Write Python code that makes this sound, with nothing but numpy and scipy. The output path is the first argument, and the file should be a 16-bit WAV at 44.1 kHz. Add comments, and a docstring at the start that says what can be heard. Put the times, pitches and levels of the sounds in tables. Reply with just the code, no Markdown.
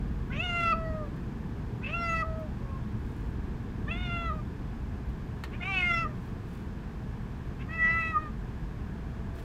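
"""Cat in a moving car

Inside a small padded cabin, a cat close by in a net carrier meows five times and mews briefly three times.
Each meow starts in a rasp, clears into a tone and ends as a hum: a buzz through three moving formants.
Shaped noise makes the road rumble, tyre roar and air all around, the carrier's ticks and its rustles;
decaying low tones make the road jolts, a sine the late faint whine, and a noise tail the cabin's answer."""
import sys
import numpy as np
from scipy import signal
from scipy.fft import rfft, irfft, next_fast_len
from scipy.io import wavfile
from scipy.ndimage import map_coordinates

SR = 44100
rng = np.random.default_rng(int(sys.argv[2]) if len(sys.argv) > 2 else 0)


def unload_wav(signal):
    """Save mono or channel-first audio to the path in sys.argv[1] as 16-bit WAV at rate SR, clipped to [-1, 1]."""
    wavfile.write(
        sys.argv[1],
        SR,
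        np.round(np.clip(np.atleast_2d(signal).T, -1, 1) * 32767).astype(np.int16),
    )


N = 416290


def amp(db):
    """Decibels to gain."""
    return 10 ** (np.asarray(db) / 20)


def unit(x):
    """Scaled to rms 1."""
    return x / np.sqrt(np.mean(x ** 2) + 1e-20)


def along(points, hz):
    """Read (freq_hz, value) points on a log frequency axis."""
    f, v = np.transpose(points)
    return np.interp(np.log(hz + 1), np.log(f + 1), v)


def curves(rows, t):
    """Read each column after the time, at the times t."""
    s, *cols = np.transpose(rows)
    return [np.interp(t, s, c) for c in cols]


def bell(t, centre, half):
    """A smooth bump of height 1."""
    return np.exp(-((t - centre) / half) ** 2)


def wobble(rate, size):
    """A smooth random curve, rate knots a second."""
    knots = rng.standard_normal(int(size * rate / SR) + 4)
    return map_coordinates(knots, [np.arange(size) * rate / SR])


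def filtered(x, response):
    """x times a response of frequency."""
    m = next_fast_len(len(x) + 8192)
    spectrum = rfft(x, m) * response(np.fft.rfftfreq(m, 1 / SR))
    return irfft(spectrum, m)[:len(x)]


def noise(spectrum, size, tilt_db=0):
    """Coloured noise of rms 1, tilted by tilt_db per octave."""
    white = rng.standard_normal(size)
    return unit(filtered(white, lambda hz: amp(along(spectrum, hz) + tilt_db * np.log2(hz + 1))))


def add(track, s, sound):
    """Mix a sound into the track at time s."""
    part = track[max(round(s * SR), 0):][:len(sound)]
    part += sound[:len(part)]


# the car on a changing road surface, before small trims: time_s, rumble_db, tyre_roar_db
ROAD = [(0, -35.5, -37), (1.6, -39, -37), (2.3, -39, -38.5), (3.9, -36.5, -37), (4.7, -38, -39.5),
        (6.3, -40.5, -39.5), (8.2, -40.5, -41), (9.44, -39, -39.5)]
# colour of the body rumble: freq_hz, relative_db_per_hz
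RUMBLE_COLOUR = [(15, -22), (25, -4), (32, -5.5), (50, 1), (62, -0.5), (80, -2.5), (100, -14.5), (130, -16),
                 (280, -78)]
# colour of the tyre roar: freq_hz, relative_db_per_hz
TYRE_COLOUR = [(59, -41), (100, -2), (124, 1), (151, -4), (220, -3.5), (253, -9), (341, -14), (454, -16.5),
               (550, -26.5), (674, -24), (1070, -24), (1330, -30), (1680, -26), (1950, -34), (2600, -38.5),
               (3380, -85), (5720, -120)]
# colour of the air hiss: freq_hz, relative_db_per_hz
AIR_COLOUR = [(1290, -22.5), (2200, -5), (2770, -3), (3450, -4.5), (3810, -8), (5160, -10.5), (5650, -13),
              (7110, -15), (10500, -23.5), (12400, -20), (15600, -29)]
# faint whine of the running gear: time_s, mean_pitch_hz, level_db
GEAR_WHINE = [(8.7, 672, -96), (8.95, 664, -63), (9.44, 671, -58.5)]


def car(air_db=-64.5):
    """Body rumble, tyre roar that varies with the road surface, a soft hiss of air and a faint whine."""
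    t = np.arange(N) / SR
    rumble_db, tyre_db = curves(ROAD, t)
    rumble = amp(rumble_db + 0.37) * noise(RUMBLE_COLOUR, N)
    tyres = noise(TYRE_COLOUR, N)
    boom = filtered(tyres, lambda hz: 1 / (1 + (hz / 450) ** 4))
    tread = tyres - boom
    # the boom follows the road and wavers slightly; the tread noise above it stays level
    roar = amp(tyre_db + 0.24 * wobble(4.8, N)) * boom
    roar = roar + amp(np.mean(tyre_db) + 0.1) * tread
    air = amp(air_db) * noise(AIR_COLOUR, N)
    whine_hz, whine_db = curves(GEAR_WHINE, t)
    whine_phase = 2 * np.pi * np.cumsum(whine_hz + 4 * wobble(25, N)) / SR
    whine = amp(whine_db) * unit(np.sin(whine_phase))
    return rumble + roar + air + whine


def formant(hz, centre_hz, width_hz, gain_db):
    """Power gain of one resonance of the mouth."""
    return amp(gain_db) ** 2 / (1 + (2 * (hz - centre_hz) / width_hz) ** 2)


# strength of the overtones before the mouth shapes them: freq_hz, relative_db
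THROAT_COLOUR = [(650, -1.5), (1300, 0), (2000, -5), (2750, -3), (3400, -12.5), (4100, -21.5),
                 (4700, -19.5), (5500, -19.5), (7000, -23), (8000, -35.5), (9200, -27.5), (10500, -43.5),
                 (12000, -37), (15000, -40)]
# the voice strains into period doubling: centre_s, half_length_s, doubling_db
VOICE_STRAINS = [(5.745, .11, -4), (7.916, 0.078, -12.5)]
# hiss of the rasping folds through the mouth: freq_hz, relative_db_per_hz
GRIT_COLOUR = [(900, -30), (1500, -9.5), (1850, -11.5), (2300, 4.5), (2800, -2), (3200, -15), (4000, -23),
               (7000, -45), (12000, -70)]
# breath noise that makes the voice husky: freq_hz, relative_db_per_hz
HUSK = [(600, -13), (1400, -13), (2600, 1.0), (3800, -4.0), (5500, -10), (7000, -7.0), (9000, -18.0),
        (14000, -29.5)]
GRIT_DB = 7.5  # at full rasp, against the voice
SECOND_WIDTH_HZ, RASP_WIDTH_HZ = 119, 70  # the second formant broadens by up to the latter in a rasp
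# alternate cycles differ a little in a clear voice and more in a rasp
CLEAR_DOUBLING_DB, RASP_DOUBLING_DB = -40.5, -13.5


def voice(t, pitch, voice_db, formants_hz, ring_db, third_db, muffle_db, rasp, colouring, jitter=0.004,
          rasp_jitter=0.024, rasp_depth=0.37, shimmer_db=0.9, flutter_db=0.7464, husk_db=-14.0,
          edge=0.024):
    """The vocal folds buzz through three moving formants and the lips."""
    n = len(t)
    first_hz, second_hz, third_hz = formants_hz
    chest_db, treble_db, top_db = colouring
    strain = sum(amp(db) * bell(t, s, half) for s, half, db in VOICE_STRAINS)
    doubling = amp(CLEAR_DOUBLING_DB) + amp(RASP_DOUBLING_DB) * rasp + strain
    uneven = 1 + jitter * wobble(70.4, n) + rasp_jitter * rasp * wobble(220, n)
    phase = 2 * np.pi * np.cumsum(pitch * uneven) / SR
    second_width_hz = SECOND_WIDTH_HZ + RASP_WIDTH_HZ * rasp
    tone = np.zeros(n)
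    # unequal alternate cycles put lines halfway between the harmonics, so k steps by a half
    for k in np.arange(2, 48) / 2:
        hz = k * pitch
        mouth = 0.5 + formant(hz, first_hz, width_hz=51, gain_db=ring_db)
        mouth = mouth + formant(hz, second_hz, width_hz=second_width_hz, gain_db=28.0)
        mouth = mouth + formant(hz, third_hz, width_hz=170, gain_db=third_db)
        lips_db = -muffle_db * np.clip(np.log2(hz / 650), 0, 2)
        colouring_db = along([(2850, 0.0039), (3550, treble_db), (4700, top_db)], hz)
        if k == 1:
            colouring_db = chest_db
        halfway = doubling if k % 1 else 1
        # high overtones are the least steady
        waver_db = flutter_db * (min(k, 8) - 1) * wobble(20, n)
        overtone_db = along(THROAT_COLOUR, hz) + lips_db + colouring_db + waver_db
        size = halfway * np.sqrt(2 * mouth) * amp(overtone_db)
        tone += size * np.sin(k * phase + rng.uniform(0, 2 * np.pi))
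    # turbulence at the folds, one puff a cycle, makes the open-mouthed tone husky and the rasp gritty
    husk = noise(HUSK, n) * amp(1.5 * wobble(60, n))
    breath = amp(husk_db + top_db - 2 * muffle_db) * husk
    grit = amp(GRIT_DB) * rasp ** 2 * noise(GRIT_COLOUR, n)
    tone += (breath + grit) * (1 + np.cos(phase))
    fade = np.clip(np.minimum(t - t[0], t[-1] - t) / edge, 0, 1)
    level = amp(voice_db + shimmer_db * wobble(118.2, n))
    return tone * fade * level * (1 + rasp_depth * rasp * wobble(110, n))


RING_DB = 17.5  # the first formant with the mouth open
# the rasp builds and clears within these times (s), down to a trace (0-1)
BUILD_S, CLEAR_S, TRACE_RASP = 0.02, 0.02, 0.036
# as the lips shut the pitch dips (share) and the pout rings (s); muffling sets in early (closing times)
LIP_DIP, POUT_S, LIPS_LEAD = 0.0603, 0.038, 0.52
THIRD_DB, NOSE_DB = 11.5, 14  # the third formant, and what the nose adds to it in the hum
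HUM_MUFFLE_DB_PER_S = 28.5  # the hum grows duller (dB per octave per s)


def meow(curve, shut_s, closing_s, pout_db, third_start_hz, third_shut_hz, start_db, open_db, shut_db,
         chest_db, treble_db, top_db, rasp, rasp_s, jaw_rise=0.4, jaw_time=0.018):
    """A rasp clears into a tone as the mouth opens, until the lips shut, dip the pitch and leave a hum."""
    start = curve[0][0]
    t = np.arange(start, curve[-1][0], 1 / SR)
    pitch, voice_db, first_hz, second_hz = curves(curve, t)
    progress = np.clip((t - start) / (shut_s - start), 0, 1)
    shut = (1 + np.tanh((t - shut_s) / closing_s + LIPS_LEAD)) / 2
    pitch = pitch * (1 - LIP_DIP * bell(t, shut_s, closing_s))
    # as the jaw drops, the second formant glides up into place
    second_hz = second_hz * (1 - jaw_rise * bell(t, start, jaw_time))
    third_hz = third_start_hz + (third_shut_hz - third_start_hz) * progress
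    # nearly closed lips lose little sound, so the first formant rings hardest as they shut
    ring_db = RING_DB + pout_db * bell(t, shut_s, POUT_S)
    opening_db = start_db + (open_db - start_db) * progress
    muffle_db = opening_db * (1 - shut) + shut_db * shut
    muffle_db = muffle_db + HUM_MUFFLE_DB_PER_S * np.maximum(t - shut_s, 0)
    building = 1 - bell(t, start, BUILD_S)
    clearing = (1 - np.tanh((t - start - rasp_s) / CLEAR_S)) / 2
    roughness = TRACE_RASP + rasp * building * clearing
    return voice(t, pitch, voice_db, (first_hz, second_hz, third_hz), ring_db,
                 THIRD_DB + NOSE_DB * shut, muffle_db, roughness, (chest_db, treble_db, top_db))


# their upper formants and how far their level falls at either end
MEW_SECOND_HZ, MEW_THIRD_HZ, MEW_ARCH_DB = 2490, 3750, 2


def mew(s, length, start_hz, end_hz, db, first_start_hz, first_end_hz, muffle_db, chest_db, rasp,
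        ring_db=26.0):
    """A whimper or a croak: one short glide that swells and fades."""
    t = np.arange(s, s + length, 1 / SR)
    progress = (t - s) / length
    pitch = start_hz + (end_hz - start_hz) * progress
    first_hz = first_start_hz + (first_end_hz - first_start_hz) * progress
    voice_db = db - MEW_ARCH_DB * (2 * progress - 1) ** 2
    return voice(t, pitch, voice_db, (first_hz, MEW_SECOND_HZ, MEW_THIRD_HZ), ring_db, THIRD_DB,
                 muffle_db, rasp, (chest_db, 0, 0))


# one curve a meow, before mouth and distance:
# time_s, pitch_hz, relative_voice_db, first_formant_hz, second_formant_hz
MEOW_1 = [(0.297, 474.6, -59.5, 1520, 2110), (0.365, 580, -54.5, 1382, 2590), (0.435, 729, -43, 1680, 2677),
          (0.528, 693.6, -44.5, 1460, 2478), (0.615, 682.2, -44, 1415, 2310),
          (0.733, 661.4, -46.5, 1258, 2470), (0.871, 642.6, -44, 1390, 1926),
          (1.023, 609, -46.5, 1190, 2117), (1.101, 546, -61.2, 1103, 2174)]
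MEOW_2 = [(1.81, 472, -64, 1470, 2650), (1.896, 592, -54, 1528, 2660), (1.943, 678, -52, 1370, 2730),
          (2.028, 686, -48, 1398, 2400), (2.111, 664.6, -47, 1373, 2228), (2.211, 651.7, -53.5, 1205, 2130),
          (2.322, 640.6, -48, 1345, 2125), (2.419, 637, -46.5, 1330, 2269), (2.499, 579, -62, 1288, 2228)]
MEOW_3 = [(3.865, 550, -60.5, 1508, 1750), (3.912, 656, -51.5, 1580, 2530), (3.984, 721, -54.5, 1709, 2430),
          (4.05, 724, -51.5, 1680, 2620), (4.097, 694, -50, 1430, 2400), (4.202, 684.5, -48, 1420, 2500),
          (4.293, 657, -55, 1270, 2043), (4.332, 640, -55, 1234, 2117), (4.418, 592, -57, 1193, 2270)]
MEOW_4 = [(5.597, 697, -59, 1275, 2570), (5.685, 781, -55.4, 1160, 2460), (5.728, 774, -53.5, 1211, 2458),
          (5.801, 727, -52.5, 1240, 2610), (5.83, 715, -54.5, 1350, 2166),
          (5.953, 676.4, -54.5, 1380, 2215), (6.012, 667.7, -59, 1315, 2376),
          (6.059, 640, -67.5, 1214, 2030), (6.146, 575, -69.5, 1153, 2030)]
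MEOW_5 = [(7.674, 613, -65.5, 1448, 2040), (7.74, 658.5, -56, 1382, 2142), (7.847, 653, -49, 1570, 1937),
          (7.968, 661, -53, 1310, 2063), (8.03, 653.7, -52, 1209, 2130), (8.107, 650.6, -55.2, 1200, 2170),
          (8.156, 657, -62, 1227, 2020), (8.236, 620, -56, 1240, 2030), (8.305, 590, -65.5, 1180, 1870)]
# the mouth opens and shuts once in each meow; the fundamental's strength varies from meow to meow, and the turn
# of the head colours the treble: # curve, lips_shut_s, closing_s, pout_ring_db, third_formant_start_hz,
# third_formant_shut_hz, # muffling at the start, open and shut (start_, open_, shut_db_per_octave, over
# 650-2600 Hz), # fundamental_db, treble_db, top_db, opening_rasp (0-1), rasp_length_s
MEOW_MOUTHS = [(MEOW_1, 0.7344, 0.0066, 11.7, 3360, 4569, 5.8, 1.56, 13.7, -0.72, 3.5, .5, .85, .078),
               (MEOW_2, 2.232, 0.0071, 14, 3396, 4641, 6.7, -0.27, 16, 1, -3.1, 1.3, .9, .11),
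               (MEOW_3, 4.313, 0.0158, 12.4, 3406, 4050, 3.2, 5.2, 12.4, -0.93, 10.4, -0.73, .33, .22),
               (MEOW_4, 6.058, .0098, 16.7, 3450, 5650, .3, -5, 5.1, 6, 2.4, -1.5, .7, .06),
               (MEOW_5, 8.165, .037, 20.3, 3957, 4000, 2.4, -2, 5.7, -7, -7, -4, .3, 0.067)]
# short calls through a barely open mouth: start_s, length_s, start_pitch_hz, end_pitch_hz,
# relative_voice_db, first_formant_start_hz, first_formant_end_hz, muffling_db_per_octave,
# fundamental_db, rasp (0-1)
SHORT_CALLS = [(2.584, 0.215, 558, 526, -57.5, 1420, 1020, 18, -1, .03),
               (5.511, 0.062, 516, 630, -62.5, 1465, 1460, 6, 0, 0.83),
               (7.582, .068, 506, 565, -63.5, 1470, 1480, 8, -10, .75)]


def cat():
    """All the cat's calls, long and short, sung by the same vocal folds."""
    track = np.zeros(N)
    for curve, *mouth in MEOW_MOUTHS:
        add(track, curve[0][0], meow(curve, *mouth))
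    for s, *shape in SHORT_CALLS:
        add(track, s, mew(s, *shape))
    return track


# how long the cabin rings: freq_hz, t60_s
CABIN_DECAY = [(300, 0.045), (2000, 0.2), (10000, 0.019)]


def cabin(x, delay=0.002999):
    """The short answer of windows and seats: a noise tail whose decay time depends on frequency."""
    hz, t, z = signal.stft(rng.standard_normal(SR // 4), SR, nperseg=256)
    decay = amp(-60 * t / along(CABIN_DECAY, hz)[:, None])
    tail = signal.istft(z * decay, SR, nperseg=256)[1]
    late = np.pad(x, (round(delay * SR), 0))
    return signal.fftconvolve(late, tail / np.linalg.norm(tail))[:N]


# ticks of the carrier's fittings: start_s, onset_level_db, brightness_db_per_octave
FITTING_TICKS = [(1.164, -64.5, 6), (2.394, -62, 9), (5.095, -64.5, 8), (5.4377, -35, -2), (9.386, -42, -4)]
# colour of the fittings before brightness: freq_hz, relative_db_per_hz
FITTING_COLOUR = [(300, -6), (800, -1), (1800, 2), (2600, -5), (4100, -1.5), (5200, -12), (8000, -14.5),
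                  (10500, -20), (13000, -14), (15500, -23.5)]
# the cat shifts on the fabric: centre_s, mean_peak_level_db, half_length_s
FABRIC_RUSTLES = [(3.146, -70, 0.14), (6.246, -70, 0.094), (6.549, -65.5, 0.082), (9.398, -62.5, 0.049)]
# colour of the fabric: freq_hz, relative_db_per_hz
FABRIC_COLOUR = [(800, -18), (2500, 3.5), (6500, -7.5), (10000, -7.5), (15000, -10)]


def carrier(t60=0.06, stir_db=3):
    """Dry ticks of the fittings as decaying noise, and soft rustles of the fabric as uneven swells."""
    track, t = np.zeros(N), np.arange(SR // 8) / SR
    for s, db, bright_db in FITTING_TICKS:
        add(track, s, amp(db - 60 * t / t60) * noise(FITTING_COLOUR, len(t), bright_db))
    now = np.arange(N) / SR
    strokes = sum(amp(db) * bell(now, s, half) for s, db, half in FABRIC_RUSTLES)
    rustle = strokes * amp(stir_db * wobble(150, N)) * noise(FABRIC_COLOUR, N)
    return track + rustle


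# road jolts: envelope_peak_s, envelope_peak_db, boom_hz
ROAD_JOLTS = [(2.861, -35, 216), (2.942, -31, 112), (2.949, -36.5, 216.7), (3.548, -39, 49),
              (5.564, -36, 124)]


def jolts(rise=0.02086):
    """Bumps in the road set the cabin booming: low sines that rise quickly and die away."""
    track, t = np.zeros(N), np.arange(SR // 4) / SR
    envelope = t / rise * np.exp(1 - t / rise)
    for s, db, hz in ROAD_JOLTS:
        add(track, s - rise, amp(db) * envelope * np.sin(2 * np.pi * hz * t))
    return track


def scene():
    """The cat and its carrier close by, answered by the cabin, the car all around."""
    near = amp(2.4) * cat() + carrier()
    answer = amp(-14) * cabin(near)
    return (near + answer + car() + jolts())[None]


TOP_HZ = 15780


def record(dry):
    """The phone microphone keeps nothing above its band limit."""
    return np.array([filtered(channel, lambda hz: hz < TOP_HZ) for channel in dry])


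dry = scene()
out = record(dry)
unload_wav(out)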